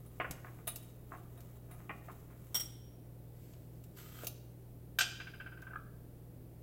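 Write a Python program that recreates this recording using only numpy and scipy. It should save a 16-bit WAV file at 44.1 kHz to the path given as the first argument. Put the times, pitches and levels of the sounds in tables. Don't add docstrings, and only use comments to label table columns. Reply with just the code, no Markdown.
import sys
import numpy as np
from scipy import signal
from scipy.fft import rfft, irfft, next_fast_len
from scipy.io import wavfile

SR = 44100
rng = np.random.default_rng(int(sys.argv[2]) if len(sys.argv) > 2 else 0)


def wav_out(sig):
    wavfile.write(sys.argv[1], SR, np.round(np.clip(np.atleast_2d(sig).T, -1, 1) * 32767).astype(np.int16))


N = 292118
TIME = np.arange(N) / SR

# pitch in Hz, level in dB.
HUM_TONES = [(59.5, -62), (119.9, -54.5), (160, -64.5)]

# start in seconds, level in dB, brightness in Hz.
SPOON_TAPS = [(0.0608, -50.5, 15100), (0.6714, -28.5, 15400), (0.6754, -24, 15000), (0.8255, -47.5, 15100),
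              (1.1722, -56, 15000), (1.3754, -50, 15100), (1.7115, -45.5, 15400), (2.1174, -52, 14800)]
SPOON_DROPS = [(2.5446, -27.5, 14700), (2.5524, -24.5, 15500), (2.5604, -28, 15600), (2.5974, -33, 14700),
               (2.6054, -33, 13900)]
CLICKS = [(0.3096, -31.5, 12300), (0.759, -32.5, 14000), (1.4047, -48, 13500), (3.5353, -54.5, 5500),
          (3.8387, -49.5, 14000), (4.245, -36.5, 14100), (4.2692, -25.5, 15000), (4.2744, -40, 14000),
          (5.6191, -50.5, 14000)]
CAP_LANDINGS = [(4.987, -24.5, 17000), (5.008, -26, 9800), (5.200, -41, 2640)]
CAP_SLAPS = [(5.733, -43, 1670), (5.757, -36, 1640)]
# start in seconds, level in dB, brightness in Hz, seconds to first bounce.
BOWL_KNOCKS = [(0.2, -26.5, 3960, .008), (0.244, -32.5, 2170, 0.0039), (0.446, -42, 2130, 0.02),
               (1.118, -38, 1480, 0.017), (1.894, -33.5, 2740, .007), (2.083, -42, 1760, 0.011)]
# start in seconds, level in dB, pitch in Hz, fade time in seconds.
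THUMPS = [(0.304, -33.5, 131, 0.063), (0.308, -40.5, 247, 0.066), (4.2355, -38, 595, 0.036),
          (4.243, -51, 344, 0.087), (4.270, -48, 560, 0.032)]
# loudest moment in seconds, level in dB.
SCUFFS = [(0.591, -62), (1.13, -51), (1.38, -60.5), (1.715, -54), (1.8, -58), (2.31, -60)]
# loudest moment in seconds, level in dB, rise and fall in seconds.
GRIPS = [(3.46, -68.5, 0.77, 1.3), (3.75, -82, 0.16, 0.22)]
# loudest moment in seconds, hiss in dB, grinding in dB, rise and fall in seconds.
CAP_TURNS = [(3.973, -56.5, -56.5, 0.055, .75), (4.24, -56, -50.5, 0.74, .13)]

# pitch in Hz, level in dB, fade time in seconds.
TAP_TONES = [(1960, -11, .07), (2929, -10, .08), (3790, -4, .1), (5055, -17, .1), (6352, -16, .1),
             (9250, -2, .14), (10690, 3, .1), (12380, -4, .07), (12800, -4, .08), (14980, -5, .08),
             (15500, -2, .08)]
BOWL_TONES = [(759, 10.5, 0.39), (1103, 28.5, 0.087), (1460, 8, 0.023), (1760, 6, 0.043), (2060, 8, 0.098),
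              (2470, -6, 0.042), (2730, -18, 0.033)]
LOOSE_SPOON_TONES = [(1389, -16, .06), (3070, -11, .07), (3215, -10, .09), (3450, -9, .07), (5595, 4, .08),
                     (5650, -16, .22), (6874, -20, .08), (7680, -6, .05), (8430, -4, .1), (10800, -8, .08),
                     (11772, -5, .09), (12670, -6, .06), (14283, -4, .08), (15218, 3, .09)]
CAP_TONES = [(1420, -10, .05), (1560, 5, .055), (2420, -8, .06), (2652, -8, .07), (3070, -6, .07),
             (4870, -11, .09), (4895, -31, 1.1), (8430, -16, .13), (12550, -2, .05)]
FLAT_CAP_TONES = [(1236, -5, 0.023), (1370, -5, .035), (1557, -1.5, 0.043), (1680, -2.5, 0.036)]

# frequency in Hz, level there in dB.
ROOM_NOISE = [(15, -35), (28, -4.5), (42, -17), (58, -14), (80, -7.5), (125, -14.5), (165, -9), (210, -14),
              (330, -13.5), (650, -23.5), (1100, -36), (3000, -44), (6400, -48), (14500, -37)]
SPICE_NOISE = [(300, -13), (1150, 2), (1600, -7.5), (2200, -8), (3300, -11), (4800, -17), (8000, -6),
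               (9500, -29.5), (11000, -8.5), (15000, -5.5)]
TAP_NOISE = [(260, -51), (450, -7.5), (635, 1.5), (1490, -11.5), (3700, -10), (5790, -26), (9070, -7.5),
             (10100, -21), (10500, -14.5), (16000, 0)]
BOWL_NOISE = [(150, -26), (300, -8), (500, -6), (700, 0), (920, -4), (1150, -1), (2600, -4), (3100, -15),
              (3900, -31), (9500, -42)]
CLICK_NOISE = [(410, -31), (700, -2.5), (1890, -23), (2400, -7.5), (4550, -10), (7790, -5), (8530, -13.5),
               (13000, -1), (16000, 3.5)]
LOOSE_SPOON_NOISE = [(600, -14), (1350, -8), (1750, -16), (2100, -11), (2600, -15), (3300, -2), (4500, -19),
                     (5600, -6), (6300, -16), (7800, -6), (9500, -13), (13000, -7), (15500, -3)]
THREAD_NOISE = [(300, -20.5), (950, -8), (1300, -10.5), (1700, -6.5), (2050, -2), (2400, -5.5), (3700, -5),
                (6500, -7), (8000, -1.5), (9500, -20.5), (12500, 1.5), (16000, -6.5)]
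GRIND_NOISE = [(200, -32), (350, 5.5), (600, -4), (950, -10), (1300, 4), (1650, 0.5), (1950, -14),
               (3300, -3), (4700, -28), (9500, -14), (13000, -12), (16000, -12.5)]
CAP_NOISE = [(300, -27), (700, -16), (950, -18.5), (1280, -13), (1560, -5), (1900, -16), (2500, -6),
             (3100, -3.5), (3800, -10), (6000, -10), (8400, -16.5), (9300, -24.5), (11500, -23),
             (12600, -14.5), (16000, -27)]

# frequency in Hz, fade time in seconds.
ECHO_FADES = [(200, 1), (1500, 0.51), (3000, 0.77), (6000, 0.63), (10000, 0.42), (16000, 0.38)]


def from_db(db):
    return 10 ** (np.asarray(db) / 20)


def rms(x):
    return np.sqrt(np.mean(x ** 2) + 1e-20)


def at_hz(points, hz):
    freqs, values = np.transpose(points)
    return np.interp(np.log(np.maximum(hz, 1)), np.log(freqs), values)


def fade(t, t60):
    return np.exp(-np.log(1000) * t / t60)


def coloured(noise, spectrum):
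    size = next_fast_len(len(noise))
    gains = from_db(at_hz(spectrum, np.fft.rfftfreq(size, 1 / SR)))
    shaped = irfft(rfft(noise, size) * gains, size)[:len(noise)]
    return shaped / rms(shaped)


def drift(rate, size=N):
    targets = rng.standard_normal(int(size / SR * rate) + 2)
    return np.interp(TIME[:size] * rate, np.arange(len(targets)), targets)


def add(out, start_s, sound):
    start = int(round(start_s * SR))
    out[start:start + len(sound)] += sound[:N - start]


def stroke(peak_s, rise_s, fall_s):
    return fade(np.maximum(peak_s - TIME, 0), rise_s) * fade(np.maximum(TIME - peak_s, 0), fall_s)


def struck(hits, tones, spectrum, noise_db, noise_t60, detune=.004, contact_cycles=5.4):
    out, t = np.zeros(N), TIME[:SR * 2 // 3]
    head = SR // 120
    waver = 1 - fade(t, 0.15)
    for start_s, level_db, bright_hz in hits:
        ring = np.zeros(len(t))
        for hz, db, t60 in tones:
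            shifted_hz = hz * (1 + detune * rng.uniform(-1.17, 1))
            phase = 2 * np.pi * (shifted_hz * t + rng.random())
            swell, sway = (waver * drift(110, size=len(t)) for _ in range(2))
            tone = (1 - waver / 2 + swell) * np.sin(phase) + sway * np.cos(phase)
            ring += from_db(db) * fade(t, t60) * tone
        burst = coloured(rng.standard_normal(len(t)), spectrum) * fade(t, noise_t60)
        hit = ring / rms(ring[:head]) + from_db(noise_db) * burst / rms(burst[:head])
        hit *= 1 - np.exp(-t * bright_hz / contact_cycles)
        hit = signal.sosfilt(signal.butter(4, min(bright_hz, .45 * SR), fs=SR, output="sos"), hit)
        add(out, start_s, from_db(level_db) * hit / rms(hit[:head]))
    return out


def rubbed(pressure, spectrum, grain_db, shake_db, shake_rate):
    slips = rng.standard_normal(N) * from_db(grain_db * np.minimum(rng.exponential(1, N), 5))
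    return coloured(slips, spectrum) * pressure * from_db(shake_db * drift(shake_rate))


def appliance_hum():
    hum = 0
    for hz, db in HUM_TONES:
        wavering_level = from_db(db + 1.1 * drift(9.7)) * np.sqrt(2)
        hum += wavering_level * np.sin(2 * np.pi * (hz * TIME + rng.random()))
    return hum + from_db(-57) * coloured(rng.standard_normal(N), ROOM_NOISE)


def stirring(turns_per_s=3.12, first_push_s=.2, let_go_s=2.54, tone_width_hz=140):
    push = np.cos(2 * np.pi * turns_per_s * (TIME - first_push_s))
    pressure = from_db(-69 + 3.0 * push) * fade(np.maximum(TIME - let_go_s, 0), t60=0.25)
    grit = rubbed(pressure, SPICE_NOISE, grain_db=6.0, shake_db=3.0, shake_rate=51)
    ring = sum(from_db(db) * signal.lfilter(*signal.iirpeak(hz, hz / tone_width_hz, fs=SR), grit)
               for hz, db, _ in TAP_TONES)
    return from_db(-2.5) * grit + from_db(1.0) * ring


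def spoon_taps():
    return struck(SPOON_TAPS, TAP_TONES, TAP_NOISE, noise_db=8.5, noise_t60=0.072, detune=0.0034)


def bowl_knocks(bounce_loss_db=3.5, gap_shrink=.75):
    hits = []
    for start_s, db, bright_hz, gap_s in BOWL_KNOCKS:
        for bounce in range(3):
            hits.append((start_s, db - bounce_loss_db * bounce, bright_hz))
            start_s += gap_s * gap_shrink ** bounce
    return struck(hits, BOWL_TONES, BOWL_NOISE,
                  noise_db=10.0, noise_t60=0.037, detune=0.044, contact_cycles=1.7)


def thumps():
    out, t = np.zeros(N), TIME[:SR // 2]
    for start_s, db, hz, t60 in THUMPS:
        add(out, start_s, from_db(db) * fade(t, t60) * np.sin(2 * np.pi * hz * t))
    return out


def muffled_clicks():
    return struck(CLICKS, [], CLICK_NOISE, noise_db=0, noise_t60=0.04, contact_cycles=2.3)


def bowl_scuffs(dull_hz=1480):
    pressure = sum(from_db(db) * stroke(peak_s, rise_s=0.087, fall_s=0.18) for peak_s, db in SCUFFS)
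    slide = rubbed(pressure, BOWL_NOISE, grain_db=10.0, shake_db=-1.5, shake_rate=39)
    return signal.sosfilt(signal.butter(2, dull_hz, fs=SR, output="sos"), slide)


def spoon_drop():
    return struck(SPOON_DROPS, LOOSE_SPOON_TONES, LOOSE_SPOON_NOISE,
                  noise_db=-1.0, noise_t60=0.077, detune=0.0029)


def unscrewing():
    sliding = sum(from_db(db) * stroke(peak_s, rise_s, fall_s) for peak_s, db, rise_s, fall_s in GRIPS)
    grinding = 0
    for peak_s, hiss_db, grind_db, rise_s, fall_s in CAP_TURNS:
        turn = stroke(peak_s, rise_s, fall_s)
        sliding += from_db(hiss_db) * turn
        grinding += from_db(grind_db) * turn ** 1.86
    hiss = rubbed(sliding, THREAD_NOISE, grain_db=1.5, shake_db=1.0, shake_rate=70)
    return hiss + rubbed(grinding, GRIND_NOISE, grain_db=7.5, shake_db=4.0, shake_rate=110)


def cap_drop():
    bounces = struck(CAP_LANDINGS + cap_wobble(), CAP_TONES, CAP_NOISE,
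                     noise_db=-3.0, noise_t60=0.1, detune=0.0036, contact_cycles=9.5)
    slaps = struck(CAP_SLAPS, FLAT_CAP_TONES, CAP_NOISE,
                   noise_db=0, noise_t60=0.01, detune=0.018, contact_cycles=2.0)
    return from_db(-1.0) * bounces + from_db(-4.5) * slaps


def cap_wobble(touches=10, start_s=5.2, end_s=5.757, roll_hz=4.36, start_hz=2500, end_hz=1240):
    progress = np.arange(1, touches + 1) / (touches + 1)
    times = end_s - (end_s - start_s) * (1 - progress) ** 1.395
    roll = np.cos(2 * np.pi * roll_hz * (times - start_s))
    levels_db = -44.5 - 8.5 * progress + 3.5 * roll
    bright_hz = start_hz * (end_hz / start_hz) ** progress
    return list(zip(times, levels_db, bright_hz))


def kitchen_echo(sound, near_db=-5.0, tail_db=-10.0):
    t = TIME[:SR * 3 // 4]
    edges_hz = np.geomspace(100, 18000, 12)
    tail = np.zeros(len(t))
    for low, high in zip(edges_hz, edges_hz[1:]):
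        band_filter = signal.butter(2, [low, high], "band", fs=SR, output="sos")
        band = signal.sosfilt(band_filter, rng.standard_normal(len(t)))
        tail += band * fade(t, at_hz(ECHO_FADES, np.sqrt(low * high)))
    tail *= np.minimum(t / 0.005, 1)
    near = rng.standard_normal(len(t)) * fade(t, t60=0.097) * (t > .002)
    echo = from_db(near_db) * near / np.linalg.norm(near) + from_db(tail_db) * tail / np.linalg.norm(tail)
    return signal.fftconvolve(sound, echo)[:N]


def scene():
    bowl = from_db(-8.0) * bowl_knocks() + bowl_scuffs()
    spoon = from_db(-13) * spoon_taps() + from_db(-7.5) * spoon_drop()
    clicks = from_db(-11.5) * muffled_clicks()
    on_board = bowl + spoon + cap_drop() + stirring() + thumps()
    in_hand = clicks + unscrewing()
    echo = kitchen_echo(on_board + from_db(-2.0) * in_hand)
    return (on_board + in_hand + echo + appliance_hum())[None]


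def record(dry):
    return signal.sosfilt(signal.ellip(10, .2, 80, 16100, fs=SR, output="sos"), dry)


dry = scene()
out = record(dry)
wav_out(out)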